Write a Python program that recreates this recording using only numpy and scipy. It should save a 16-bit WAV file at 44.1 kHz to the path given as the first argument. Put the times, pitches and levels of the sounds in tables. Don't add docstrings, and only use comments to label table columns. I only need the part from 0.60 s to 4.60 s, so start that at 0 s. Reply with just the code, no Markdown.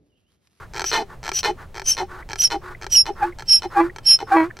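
import sys
import numpy as np
from scipy import signal
from scipy.fft import rfft, irfft
from scipy.io import wavfile
from scipy.ndimage import uniform_filter1d

SR = 44100
rng = np.random.default_rng(int(sys.argv[2]) if len(sys.argv) > 2 else 0)


def dump_mix(stems):
    frames = np.atleast_2d(stems).T
    limited = np.clip(frames, -1, 1)
    pcm = np.round(limited * 32767).astype(np.int16)
    wavfile.write(sys.argv[1], SR, pcm)


N = 176400

# t/s, length/s, rasp/dB, wheeze/dB, bright resonance/Hz, its level/dB
INBREATHS = [(0.234, 0.098, -32, -27, 9400, -85), (0.719, 0.11, -28.5, -23, 9300, -45),
             (1.232, 0.14, -30, -22, 9330, -33.5), (1.764, 0.13, -30, -27, 9300, -37),
             (2.289, 0.14, -29.5, -25.5, 8350, -37), (2.844, 0.18, -33, -40.5, 7900, -48),
             (3.422, 0.17, -30.5, -48.5, 8040, -48.5)]
# f/Hz, width/Hz, level/dB
RASP_FORMANTS = [(820, 100, -7.5), (1650, 470, -8), (2604, 330, 0.5), (3098, 60, 10.5), (4500, 770, 0),
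                 (5200, 220, 6.5), (5800, 170, -16.5), (7800, 130, 1.5), (9430, 250, -5.5),
                 (10500, 180, -13.5), (13150, 480, -11.5), (15000, 700, -14.5)]
# f/Hz, width/Hz, level/dB
WHEEZE_FORMANTS = [(5800, 67, -2), (5560, 110, -5.5), (5960, 170, -1.5)]
# t/s, f/Hz, level/dB
WHISTLES = [
    [(.255, 5660, -36), (.284, 5860, -24), (.293, 5800, -45)],
    [(.28, 6040, -42), (.297, 6140, -29), (.309, 6100, -38)],
    [(.745, 5730, -30), (.769, 5880, -18.5), (.781, 5900, -30)],
    [(.78, 6080, -25), (.81, 6040, -37)],
    [(1.274, 6150, -18), (1.312, 6160, -16)],
    [(1.308, 5620, -31), (1.318, 5580, -13), (1.34, 5360, -34)],
    [(1.79, 5860, -28.5), (1.812, 5780, -10.5)],
    [(1.812, 6050, -23), (1.831, 6200, -19)],
    [(1.828, 5960, -20.5), (1.854, 5446, -9.5), (1.888, 5440, -38)],
    [(2.312, 5680, -35.5), (2.327, 5820, -16), (2.364, 5670, -14.5)],
    [(2.36, 5550, -17.5), (2.371, 5450, -8.5), (2.415, 5440, -12), (2.442, 5360, -42)],
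    [(2.87, 5430, -58.5), (2.888, 5405, -18), (2.92, 5436, -9.5), (2.956, 5384, -11), (2.986, 5380, -22),
     (3.0, 5350, -45)],
    [(3.445, 5320, -54), (3.467, 5456, -14), (3.489, 5460, -11.5), (3.508, 5360, -9), (3.55, 5372, -11),
     (3.575, 5200, -33.5)],
]
# t/s, left minus right/dB
HEAD_PAN = [(.3, 2), (1.3, 1.5), (1.84, -2.5), (2.38, -2.5), (2.93, -2.5), (3.5, -1.75)]

def squeals():
    t, air = clock(), 0
    rasp, wheeze = hiss(RASP_FORMANTS), hiss(WHEEZE_FORMANTS)
    for start, length, rasp_db, wheeze_db, bright_hz, bright_db in INBREATHS:
        flow = np.sin(np.pi * np.clip((t - start) / length, 0, 1))
        bright = undb(bright_db) * hiss([(bright_hz, 420, 0)])
        air += flow ** 2 * (undb(rasp_db + .5) * rasp + undb(wheeze_db) * wheeze + bright)
    tones = undb(.5 + .5 * wander(160)) * sum(whistle(curve) for curve in WHISTLES)
    squeal = tones + air * unit(undb(3.1 * wander(220)))
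    pan_db = SIDE / 2 * np.interp(t, *np.array(HEAD_PAN).T)
    lead = np.exp(.22j * pan_db)
    return (signal.hilbert(squeal) * lead).real * undb(pan_db)


def whistle(curve, jitter_hz=32):
    hz, gain = automation([curve])
    phase = phase_of(hz + jitter_hz * wander(350))
    octave = undb(-12 + 2 * wander(90)) * np.cos(2 * phase + .5 * wander(900))
    subtone = undb(-26) * wander(500) * np.cos(phase / 2)
    return np.sqrt(2) * gain * (np.cos(phase) + np.sqrt(gain) * (octave + subtone))


# t/s, f/Hz, level/dB
HAW_HOOT = [
    [(2.606, 906, -44), (2.63, 799, -21), (2.654, 871, -29), (2.672, 818, -60)],
    [(3.142, 854, -50), (3.172, 792.6, -20), (3.204, 833, -23.5), (3.222, 830, -42)],
    [(3.702, 886, -51), (3.722, 775, -19), (3.752, 805.4, -22.5), (3.775, 850, -32)],
]
# t/s, f/Hz, fundamental/dB, overtones/dB
HAW_BUZZ = [
    [(2.59, 341.0, -48, -67.5), (2.602, 343.6, -46, -50.5), (2.654, 348.7, -27.5, -47),
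     (2.694, 349.1, -30, -72), (2.74, 362.5, -54.5, -76)],
    [(3.14, 367.8, -54, -43), (3.176, 347.3, -24, -55), (3.21, 332.3, -13.5, -21), (3.258, 340.6, -22, -50),
     (3.32, 367.8, -49.5, -72)],
    [(3.7, 334.7, -46, -75), (3.76, 332.8, -14, -28), (3.771, 325.5, -13.5, -16), (3.83, 318.6, -18, -23.5),
     (3.884, 359.8, -35.5, -53), (3.9, 358.9, -45, -50)],
]
# harmonic number, level/dB
HOOT_OVERTONES = [(2, -14), (3, -24.5)]
# harmonic number, level/dB
BUZZ_OVERTONES = [(2, -6), (3, 0), (4, -14.5), (5, -12), (6, -8.5), (7, -11), (8, -21.5), (9, -34),
                  (10, -28.5), (13, -29.5)]
# f/Hz, width/Hz, level/dB
MOUTH_FORMANTS = [(400, 150, -4.5), (880, 110, -3), (1120, 100, 3), (1430, 237, 1), (1770, 210, -6.5),
                  (2220, 130, -27), (4000, 1900, -24.5), (7600, 6500, -33.5), (13200, 2400, -41)]

def haws(jitter=.0067):
    high_hz, high_gain = automation(HAW_HOOT)
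    low_hz, low_gain, buzz_gain = automation(HAW_BUZZ)
    high_phase = phase_of(high_hz * (1 + jitter * wander(240)))
    low_phase = phase_of(low_hz * (1 + jitter * wander(250)))
    hoot = high_gain * undb(7.5) * (np.cos(high_phase) + overtones(high_phase, HOOT_OVERTONES))
    body = low_gain * np.sin(low_phase)
    buzz = buzz_gain * undb(-2 + 2 * wander(340)) * overtones(low_phase, BUZZ_OVERTONES)
    sum_tone = undb(20) * np.cos(high_phase + low_phase)
    difference_tone = undb(7) * np.cos(high_phase - low_phase)
    beats = high_gain * low_gain * (sum_tone + difference_tone)
    flutter = 1 + .21 * np.cos(low_phase)
    rasp = undb(-6) * (high_gain + .21 * buzz_gain) * flutter * hiss(MOUTH_FORMANTS)
    return np.sqrt(2) * (hoot + body + buzz + beats) + rasp


# t/s, length/s, first gap/s, fastest gap/s, rattle/dB, hum/dB
GRUNTS = [(0.3158, 0.11, 0.0087, .0043, -9.5, -16.5), (0.8315, 0.083, 0.0088, 0.0047, -10.5, -16.5),
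          (1.3688, 0.067, 0.0098, 0.0053, -14, -16.5), (1.9036, 0.06, 0.0081, 0.0059, -14, -16.5),
          (2.4564, 0.048, .009, .0058, -18.5, -19), (3.0215, 0.036, 0.011, 0.0047, -16, -19.5),
          (3.5898, 0.043, 0.014, 0.0052, -17, -20.5)]
# f/Hz, width/Hz, level/dB
GRUNT_FORMANTS = [(422.5, 68, 5.5), (950, 180, 2.5), (1400, 130, 4), (1805, 75, 5.5), (2106, 67, 4),
                  (2498, 93, 1), (3033, 42, 7.5), (3524, 140, -3), (4120, 96, 2.5), (4750, 48, -3),
                  (5450, 160, -2.5), (6000, 120, -2.5), (7650, 1700, -20), (12400, 1500, -29.5)]

def grunts(quickening=.5, bite_hz=4210, vowel_start_hz=1123, vowel_end_hz=792, chest_hz=385):
    rattle, rings, k = np.zeros(N), np.zeros(N), np.arange(32)
    for start, length, first, fastest, rattle_db, hum_db in GRUNTS:
        gap_jitter, level_jitter, pitch_jitter = rng.standard_normal((len(k), 3)).T
        gaps = fastest + (first - fastest) * quickening ** k
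        gaps *= 1 + .04 * np.minimum(k / 6, 1) * gap_jitter
        elapsed = np.cumsum(gaps) - gaps
        times, progress = start + elapsed, np.minimum(elapsed / length, 1)
        size = (progress < 1) * undb(level_jitter - 4 * np.maximum(1 - progress / .2, 0))
        fade_db = 26.5 * np.maximum(progress - .2, 0) / .8
        rattle += clicks(times, size * undb(rattle_db + 19 - fade_db))
        bite = size * undb(.5 + 2 * rattle_db - fade_db)
        rings += ring(times, bite, np.full(len(k), bite_hz), decay_s=.0037)
        vowel = size * undb(hum_db - 2) * np.exp(-((progress - .7) / .49) ** 2)
        vowel_hz = vowel_end_hz + (vowel_start_hz - vowel_end_hz) * (1 - progress) ** 2
        rings += ring(times, vowel, vowel_hz, decay_s=.0079)
        chest = size * undb(hum_db - 4) * progress ** 1.7
        rings += ring(times, chest, chest_hz * (1 + .092 * pitch_jitter), decay_s=.012)
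    throat = resonate(puffed(rattle, db=-24, fade_s=.0093), GRUNT_FORMANTS)
    low_cut = signal.butter(4, 300, "high", fs=SR, output="sos")
    return throat + signal.sosfilt(low_cut, rings)


def ring(times, sizes, hz, decay_s):
    out, age = np.zeros(N + SR), np.arange(2048) / SR
    for at, size, f in zip(times, sizes, hz):
        out[int(at * SR):][:len(age)] += size * np.sin(2 * np.pi * f * age) * np.exp(-age / decay_s)
    return out[:N]


# t/s, last snap/s, last gap/s, level/dB
CREAKS = [(0.132, 0.2425, 0.024, -13.5), (0.627, 0.7175, 0.03, -17), (1.139, 1.2186, 0.019, -22.5),
          (1.687, 1.758, 0.029, -22), (2.207, 2.2676, 0.024, -25.5), (2.784, 2.823, .017, -26),
          (3.361, 3.385, .023, -26), (3.961, 3.99, 0.021, -29.5)]
# t/s, level/dB
HARD_POPS = [(0.1955, 12.5), (.2069, 7.5), (0.6795, 9), (0.6916, 12.5), (1.1967, 6.5), (1.7322, 8.5),
             (2.2663, 4.5)]
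# f/Hz, width/Hz, level/dB
CREAK_FORMANTS = [(383, 40, 6.5), (864, 122, 4), (1344, 42, 3.5), (1687, 220, 0), (2325, 190, -2.5),
                  (3176, 110, -5.5), (4317, 363, -6), (5190, 120, -7.5), (5665, 160, -7), (6206, 76, -4.5),
                  (7510, 760, -17), (11800, 1300, -29.5), (14700, 190, -30.5)]

def creaks(fastest_gap_s=.0088, swell_db_per_s=200.5, hold_s=.036):
    snaps, k = np.zeros(N), np.arange(16)
    for start, last, last_gap, db in CREAKS:
        gaps = fastest_gap_s + (last_gap - fastest_gap_s) * .16 ** k
        before = np.cumsum(gaps) - gaps
        swell_db = 26 - swell_db_per_s * np.maximum(before - hold_s, 0)
        sizes = undb(db + swell_db + .16 * rng.standard_normal(len(k)))
        snaps += clicks(last - before, sizes * (last - before >= start))
    pop_times, pop_db = np.array(HARD_POPS).T
    near_pop = np.abs(clock()[:, None] - pop_times).min(axis=1) < .008
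    snaps = np.where(near_pop, clicks(pop_times, undb(pop_db)), snaps)
    return resonate(puffed(snaps, db=-21.5, fade_s=.0042), CREAK_FORMANTS)


def puffed(snaps, db, fade_s):
    return snaps + undb(db) * noise() * signal.lfilter([1], [1, -np.exp(-1 / (fade_s * SR))], snaps)


# t/s, length/s, air/dB, hum/dB
OUTBREATHS = [(-.04, .11, -40.5, -56), (0.471, 0.1, -42.5, -52), (0.966, 0.1, -39, -66),
              (1.478, .16, -39, -44), (2.013, 0.14, -38.5, -41), (2.549, 0.17, -37.5, -60),
              (3.097, 0.2, -34.5, -63.5), (3.664, .22, -33.5, -59.5)]
# t/s, f/Hz, level/dB
SQUEAKS = [(1.628, 1990, -38.5), (2.151, 2010, -37.5), (2.356, 2950, -20.5), (2.727, 2113, -44.5),
           (3.301, 1900, -37), (3.909, 1740, -31.5)]

def outbreaths(fade_s=.036, hum_hz=365, squeak_s=.0043, rise_hz_per_s=9600):
    t, air, hum, squeaks = clock(), 0, 0, 0
    for start, length, air_db, hum_db in OUTBREATHS:
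        envelope = np.clip((t - start) / fade_s, 0, 1) * np.clip((start + length - t) / fade_s, 0, 1)
        air += undb(air_db) * envelope
        hum += undb(hum_db) * envelope
    for at, hz, db in SQUEAKS:
        offset = t - at
        chirp = np.sin(2 * np.pi * (hz + rise_hz_per_s * offset / 2) * offset)
        squeaks += undb(db) * np.exp(-(offset / squeak_s) ** 2) * chirp
    air *= undb(1.3 * wander(120)) * hiss(MOUTH_FORMANTS)
    hum *= np.sin(phase_of(hum_hz * (1 + .023 * wander(67))))
    return air + hum + squeaks * (1 + wander(800))


def reflections(x, t60_s, db):
    t = clock()[:SR]
    tail = rng.standard_normal((2, SR)) * undb(-60 * t / t60_s) * (t > .003)
    tail *= undb(db) / np.sqrt(np.sum(tail ** 2) / 2)
    return signal.fftconvolve(x, tail, axes=1)[:, :N]


# f/Hz, level/dB
HUSH_SPECTRUM = [(20, -3.5), (40, -8.5), (70, -8.5), (125, -7.5), (200, -17.5), (300, -23.5), (600, -22.5),
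                 (1200, -32), (2500, -38), (5000, -45.5), (10000, -49), (16000, -53)]
# f/Hz, level/dB
RUMBLE_SPECTRUM = [(15, -11.5), (35, -14), (60, -14), (110, -28), (300, -64.5), (2000, -93)]
# t/s, level/dB
GUSTS = [(0.0, -45.5), (2.66, -40.5), (2.87, -45), (4.0, -61)]

def wind():
    hush_gain = undb(-44 + .43 * wander(12))
    hush = coloured(HUSH_SPECTRUM) + undb(-12) * coloured(HUSH_SPECTRUM) * SIDE
    gust_gain = undb(np.interp(clock(), *np.array(GUSTS).T) - 1.5)
    return hush_gain * hush + gust_gain * coloured(RUMBLE_SPECTRUM)


SIDE = np.array([[1], [-1]])

def undb(db):
    return 10 ** (np.asarray(db) / 20)


def unit(x):
    return x / np.sqrt(np.mean(x ** 2))


def clock():
    return np.arange(N) / SR


def noise():
    return rng.standard_normal(N)


def wander(rate_hz):
    width = max(int(SR / rate_hz), 1)
    return unit(uniform_filter1d(uniform_filter1d(noise(), width), width))


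def phase_of(hz):
    return 2 * np.pi * np.cumsum(hz) / SR


def overtones(phase, harmonics):
    return sum(undb(db) * np.cos(round(k) * phase) for k, db in harmonics)


def resonate(x, formants):
    f = np.arange(4097) * SR / 8192
    power = sum(undb(db) ** 2 / (1 + ((f - hz) / (width / 2)) ** 2) / (1 + ((f - hz) / (width * 4)) ** 2)
                for hz, width, db in formants)
    power = power * f ** 6 / (f ** 6 + 300 ** 6) + 1e-9
    cepstrum = irfft(np.log(power) / 2)
    cepstrum[1:4096] *= 2
    cepstrum[4097:] = 0
    return signal.fftconvolve(x, irfft(np.exp(rfft(cepstrum))))[:N]


def hiss(formants):
    return unit(resonate(noise(), formants))


def coloured(spectrum):
    hz, db = np.array(spectrum).T
    f = np.maximum(np.arange(N // 2 + 1) * SR / N, 1)
    return unit(irfft(rfft(noise()) * undb(np.interp(np.log(f), np.log(hz), db)), N))


def automation(calls):
    t, rows = clock(), np.vstack(calls)
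    sounding = sum(1. * ((t >= call[0][0]) & (t <= call[-1][0])) for call in calls)
    gate = uniform_filter1d(sounding, size=160)
    hz, *levels = (np.interp(t, rows[:, 0], column) for column in rows[:, 1:].T)
    return [hz] + [gate * undb(db) for db in levels]


def clicks(times, sizes):
    return np.bincount(np.clip(times * SR, 0, N - 1).astype(int), sizes, N)


def scene():
    voice = creaks() + grunts() + haws() + outbreaths()
    ground = reflections(voice[None], t60_s=.05, db=-18)[0] * SIDE
    bray = voice + ground + squeals()
    return bray + reflections(bray, t60_s=.5, db=-35) + wind()


def record(dry, cutoff_hz=15900):
    return signal.sosfilt(signal.ellip(10, .2, 80, cutoff_hz, fs=SR, output="sos"), dry)


dry = scene()
out = record(dry)
dump_mix(out)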